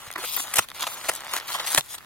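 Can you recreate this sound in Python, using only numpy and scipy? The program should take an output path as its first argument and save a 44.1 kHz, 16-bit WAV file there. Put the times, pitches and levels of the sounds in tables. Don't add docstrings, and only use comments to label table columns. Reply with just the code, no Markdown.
import sys
import numpy as np
from scipy import signal
from scipy.fft import rfft, irfft, next_fast_len
from scipy.io import wavfile
from scipy.ndimage import uniform_filter1d, map_coordinates

SR = 44100
rng = np.random.default_rng(int(sys.argv[2]) if len(sys.argv) > 2 else 0)


def int16_out(signal):
    q = np.round(np.clip(np.atleast_2d(signal).T, -1, 1) * 32767)
    wavfile.write(sys.argv[1], SR, q.astype(np.int16))


def to_linear_factor(level_db):
    exponent = np.asarray(level_db, float) / 20
    return 10 ** exponent


N = 90404

# (start [s], end [s], level [dB], card over rasp [dB], fizz over rasp [dB])
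STROKES = [(0, 0.069, -49.5, 3, 0.5), (0.064, 0.088, -45, 0.5, 0), (0.101, 0.18, -51, 2, -16),
           (0.191, 0.234, -38, -1, -0.5), (0.246, 0.354, -36, -9.5, 0.5), (0.333, 0.438, -38.5, -9, 6.5),
           (0.442, 0.56, -44, 2.5, 3), (0.574, 0.646, -43, -2, 3), (0.753, 0.796, -46, 2.5, 1.5),
           (0.803, .845, -36.5, -3.5, -0.5), (0.857, 0.954, -42, 0, 2.5), (0.959, 1.104, -45.5, 2.5, 2),
           (1.04, 1.184, -43, 1, 0.5), (1.19, 1.325, -48, 1.5, -1.5), (1.334, 1.38, -34.5, -0.5, 1),
           (1.295, 1.322, -42.5, 0.5, -0.5), (1.38, 1.47, -49, 3.5, -1), (1.484, 1.56, -37.5, -1.5, 3),
           (1.532, 1.651, -38, 0.5, -3), (1.664, 1.796, -35.5, -0.5, 4.5), (1.78, 1.892, -56, 0, 7),
           (1.901, 1.958, -47, -4.5, 8.5), (1.963, 2.053, -67.5, 11, 0)]
# (time [s], length [s], level [dB], card over rasp [dB], fizz over rasp [dB])
RIPS = [(.158, 0.0037, -34.5, 8, -9), (.175, 0.014, -47.5, 13, -8), (.2385, 0.0096, -42, 9, -8),
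        (.364, 0.0043, -34, 2.5, -14), (.373, 0.0087, -38.5, 7.5, -11), (.396, 0.009, -36.5, 3.5, 6),
        (.539, 0.0031, -30.5, 0.5, 7), (.558, 0.0036, -31.5, 1.5, 10), (.565, 0.008, -26, -2, 5.5),
        (.574, 0.0068, -32.5, -1, 1), (.584, 0.0081, -24, 4, 6), (.590, 0.0065, -22, -1, 4.5),
        (.822, 0.0078, -28, -4.5, -2), (.836, 0.0072, -31.5, 1.5, -15), (.868, 0.0092, -30, 0.5, -1),
        (1.087, 0.011, -27, 7, 6.5), (1.336, 0.0085, -36, 6, 3), (1.364, 0.0023, -35, -11, 7.5),
        (1.546, 0.012, -34, 6, -20), (1.597, 0.006, -27.5, -1, -12), (1.671, 0.0098, -32, -12, 3.5),
        (1.7765, 0.009, -19, 0, 2.5), (1.941, 0.01, -41, 2, 5.5), (1.981, 0.0051, -40.5, 0, -2.5)]
# (time [s], level [dB], card over rasp [dB], fizz over rasp [dB])
SNAPS = [(0.1035, -31, 8.5, -6), (0.114, -26.5, -12, -0.5), (0.127, -29.5, -12, 1.5),
         (0.138, -28.5, -12, -1), (0.181, -39.5, -11, 13.5), (.472, -33.5, -11, 7.5),
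         (0.5916, -15.5, 7.5, -2), (.624, -30.5, -2.5, -5), (0.687, -29.5, -2.5, -1.5),
         (0.702, -28, -2, -6), (.716, -30.5, 2, -8), (1.116, -34, 9, 7), (1.137, -34.5, 4, 13.5),
         (1.152, -32, -3, 10), (1.162, -35, -9, 14), (1.206, -43, -14, 14.5), (1.247, -41, -13, 14.5),
         (1.338, -23.5, 4, -3), (1.4, -28, 0, 2), (1.48, -39, -10, -4),  (1.809, -20, -8.5, -0.5),
         (1.7482, -12, -3, 4)]
# (start [s], end [s], slip rate [1/s], level [dB])
CREAKS = [
    (1.997, 2.052, 100, -44),
]
# (time [s], peak level [dB], card over rasp [dB], fizz over rasp [dB])
CRACKS = [(.188, -27, -8, 0), (0.2387, -14.5, 0.5, -10), (.2452, -26, -8, -2), (0.371, -17, -15, 3),
          (.456, -28, -7, 3), (.481, -21, 4, -2), (.505, -26, -10, 5), (.538, -16, -1, 6),
          (.57, -10, -3, 4), (.585, -5, 4, 0), (0.694, -28, 5, -1), (.709, -30.5, 8.5, -10),
          (0.7474, -22, -4, 2), (0.796, -19.5, -2, 6.5), (0.8089, -16.5, -9, 9), (.814, -20, 1, -2),
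          (0.823, -22, -3, -3), (0.8288, -9, -11, 3.5), (.836, -17.5, 4, -8), (0.8411, -13, -2, -6),
          (0.8684, -10.5, 4.5, -9), (.974, -26, 2, -4), (1.0128, -20, 1, -6), (1.046, -23, 2, -3),
          (1.056, -17, 4, -3), (1.133, -24, 5, 4), (1.168, -26, -4, 9), (1.273, -27, -2, 9),
          (1.315, -19, -4, 5), (1.3365, -8, -3, 6), (1.3656, -6.5, 1.5, 0), (1.386, -16, 2, 3),
          (1.52, -15.5, 6, -3), (1.5972, -14, -3, -2), (1.649, -24, -9, 3), (1.6718, -17, 1, 5),
          (1.678, -14, -2, 4), (1.705, -16, -11, 11), (1.7195, -16, -7, 10), (1.724, -13, -6, 7),
          (1.731, -11.5, 3.5, 6), (1.7474, -1, 1, 6), (1.756, -12, -4, 1), (1.7612, -9.5, 3, 5),
          (1.778, -6, 5.5, 0), (1.781, -5, 0, -8), (1.8672, -36, -8, 0), (1.8843, -33, -2, 0),
          (1.9061, -33.5, 2, 0), (1.9238, -33, -3, 2)]
# (time [s], peak level [dB])
NAIL_SLIPS = [(1.177, -36), (1.183, -39), (1.192, -28.5), (1.2, -34), (1.207, -28), (1.2132, -31),
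              (1.22, -27), (1.2295, -33), (1.236, -26), (1.2427, -27), (1.25, -29), (1.256, -27.5),
              (1.261, -27.5), (1.267, -26), (1.281, -26.5), (1.295, -33), (1.302, -33), (1.41, -26),
              (1.415, -33), (1.424, -28), (1.428, -37)]
# (time [s], length [s], level [dB])
PEELS = [
    (0.244, 0.113, -37.5),
    (0.365, 0.0022, -18.5),
    (0.9, 0.045, -43),
    (1.473, 0.045, -45),
]
# (time [s], level [dB], pitch [Hz])
JOLTS = [(0.076, -41.5, 107), (.16, -36, 318), (0.186, -31, 376), (.235, -31.5, 493), (0.586, -28, 107),
         (.59, -31.5, 203), (0.84, -25, 2640), (1.09, -39.5, 74), (1.091, -30, 1270), (1.747, -32.5, 300),
         (1.781, -25.5, 147), (1.78, -34, 60)]

# (centre [Hz], width [Hz], level [dB])
RASP = [(2230, 210, -14), (3477, 1300, 7), (5130, 3400, -6)]
CARD = [(355, 417, -11), (435, 250, -6), (791, 279, -3.5), (1252, 353, -1), (1936, 526, -4)]
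FIZZ = [(6650, 2410, -1), (9020, 5760, 0), (12640, 5140, -3)]
FILM = [(12100, 770, -5), (13900, 1000, 4), (15100, 1100, -3)]

# (frequency [Hz], level per Hz [dB])
ROOM_TONE = [(20, -7), (60, 0), (150, -1), (400, -9.5), (1500, -7.5), (4000, -11.5), (6000, -16.5),
             (16000, -14.5)]
# (frequency [Hz], phase lead [rad])
LEFT_LEAD = [(0, -4), (2150, 0.78), (5770, 1.5), (8530, 2), (9560, 1.4), (12100, 3.5), (16000, 2)]
# (frequency [Hz], left over right [dB])
LEFT_LEAN = [(60, -19), (150, 1.5), (380, 0.5), (950, -0.5), (2380, -1), (5980, 0), (15000, 8.5)]
# (frequency [Hz], phase spread [rad])
LEAD_SCATTER = [(100, 0.27), (700, 0.4), (1500, 0.28), (3000, 1.15), (8000, 1.7)]

RISE_S, FALL_S = .0014, .0013


def unit(x):
    return x / np.sqrt(np.mean(x ** 2) + 1e-20)


def along(points, hz):
    f, value = np.transpose(points)
    return np.interp(np.log(hz + 1), np.log(f + 1), value)


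def wobble(rate):
    knots = rng.standard_normal(int(N * rate / SR) + 4)
    return map_coordinates(knots, [np.arange(N) * rate / SR])


def filtered(x, response):
    m = next_fast_len(N + 8192)
    return irfft(rfft(x, m) * response(np.fft.rfftfreq(m, 1 / SR)), m)[..., :N]


def body(x, peaks):
    def resonances(f):
        total = 0
        for k, (centre, width, db) in enumerate(peaks):
            damping = 1j * f * width
            total = total + (-1) ** k * to_linear_factor(db) * damping / (centre ** 2 - f ** 2 + damping)
        return total / np.sqrt(np.mean(abs(total) ** 2))

    return filtered(x, resonances)


def swell(s, length, rise, fall):
    t = np.arange(N) / SR - s
    return np.exp(np.minimum(t, 0) / rise - np.maximum(t - length, 0) / fall)


def drive(rows, rise, fall):
    power = 0
    for s, length, db, card, fizz in rows:
        levels = to_linear_factor([db, db + card, db + fizz])
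        power = power + np.outer(levels, swell(s, length, rise, fall)) ** 2
    return np.sqrt(power)


def room_tone():
    hiss = rng.standard_normal((2, N))
    return to_linear_factor(-50.5) * unit(filtered(hiss, lambda f: to_linear_factor(along(ROOM_TONE, f))))


def fibres():
    breaks_per_s, spread_db, rustle_db = 1500, 3.2, -2
    chance, luck, side = rng.random((3, N))
    size = to_linear_factor(-spread_db * np.log(luck + .025))
    breaks = (chance < breaks_per_s / SR) * size * np.sign(side - .5)
    return unit(unit(breaks) + to_linear_factor(rustle_db) * rng.standard_normal(N))


def tearing():
    ease_s, flutter_db, stutter_db, rip_crest = .005, 1.2, 1.5, 2.2
    pulls = [(start, end - start, *levels) for start, end, *levels in STROKES]
    flutter = to_linear_factor(flutter_db * np.array([wobble(61.28), wobble(60.12), wobble(59.14)]))
    strokes = drive(pulls, 2 * ease_s, ease_s) * flutter * fibres()
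    even_breaks = np.clip(fibres(), -rip_crest, rip_crest)
    stutter = unit(to_linear_factor(stutter_db * wobble(350)) * even_breaks)
    return strokes + drive(RIPS, RISE_S, FALL_S) * stutter


def patches(shape):
    field = uniform_filter1d(rng.standard_normal(shape), size=3, axis=0)
    return unit(uniform_filter1d(field, size=22, axis=1))


def wandering_sides(x):
    hz, _, z = signal.stft(x, SR, nperseg=256)
    z = z * to_linear_factor(1.3 * patches(z.shape))
    scatter = along(LEAD_SCATTER, hz)[:, None] * patches(z.shape)
    half_lead = (along(LEFT_LEAD, hz)[:, None] + scatter) / 2
    half_lean = to_linear_factor(along(LEFT_LEAN, hz)[:, None] / 2)
    left = z * half_lean * np.exp(1j * half_lead)
    right = z / half_lean * np.exp(-1j * half_lead)
    return signal.istft(np.array([left, right]), SR, nperseg=256)[1][:, :N]


def table(x):
    t60, first_bounce_s = .05, .002
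    t = np.arange(SR // 10) / SR
    tail = rng.standard_normal((2, len(t))) * to_linear_factor(-60 * t / t60) * (t > first_bounce_s)
    return to_linear_factor(-16) * signal.fftconvolve(x, tail / np.linalg.norm(tail[0]), axes=1)[:, :N]


def jolts():
    longest_t60, ring_cycles, onset_s = 0.057, 45, 0.0014
    t = np.arange(N) / SR
    out = np.zeros(N)
    for s, db, hz in JOLTS:
        age = np.maximum(t - s, 0)
        t60 = min(longest_t60, ring_cycles / hz)
        fade = to_linear_factor(db - 60 * age / t60) * (1 - np.exp(-age / onset_s))
        out += fade * np.sin(2 * np.pi * hz * age)
    return out * to_linear_factor([[-.7], [.7]])


def snapping():
    snap_s, card_db, fizz_db = .0007, 4, -10
    events = list(SNAPS)
    for start, end, rate, db in CREAKS:
        for s in np.arange(start, end, 1 / rate):
            uneven_s = s + rng.normal(0, 0.138) / rate
            events.append((uneven_s, db + rng.normal(0, 0.99), card_db, fizz_db))
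    rows = [(s, 0, *levels) for s, *levels in events]
    return drive(rows, snap_s / 10, snap_s) * np.sign(rng.standard_normal(N))


def cracking():
    after_s, after_db = .001, -10
    slips = [(s, db + 4.5, 6, -10) for s, db in NAIL_SLIPS]
    time, rasp, card, fizz = np.array(CRACKS + slips).T
    draw = rng.random((len(time), 8))
    late = draw[:, :4] * [0, 1, 1, 1]
    at = np.round((time[:, None] + after_s * late) * SR).astype(int)
    size = np.sign(draw[:, 4:] - .5) * to_linear_factor(after_db * (late + (late > 0)))
    out = np.zeros((3, N))
    for k, db in enumerate([rasp, rasp + card, rasp + fizz]):
        clicks = size * to_linear_factor(db)[:, None]
        out[k] = np.bincount(at.ravel(), clicks.ravel(), N)
    return out


def peeling():
    lift = sum(to_linear_factor(db) * swell(s, length, RISE_S, FALL_S) for s, length, db in PEELS)
    return body(lift * fibres(), FILM)


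def scene():
    rasp, card, fizz = tearing() + snapping() + cracking()
    materials = body(rasp, RASP) + body(card, CARD) + body(fizz, FIZZ)
    pack = wandering_sides(materials + peeling())
    return pack + table(pack) + jolts() + room_tone()


def band_limit(x):
    return signal.sosfilt(signal.butter(12, 16490, fs=SR, output="sos"), x)


def record(dry):
    notch_hz, notch_wide_hz, notch_depth, top_hz = 7900, 110, .75, 15900

    def microphone(f):
        notch = 1 - notch_depth * np.exp(-((f - notch_hz) / notch_wide_hz) ** 2)
        return notch * (f < top_hz)

    mix = np.clip(filtered(dry, microphone), -1, 1)
    return band_limit(mix)


dry = scene()
out = record(dry)
int16_out(out)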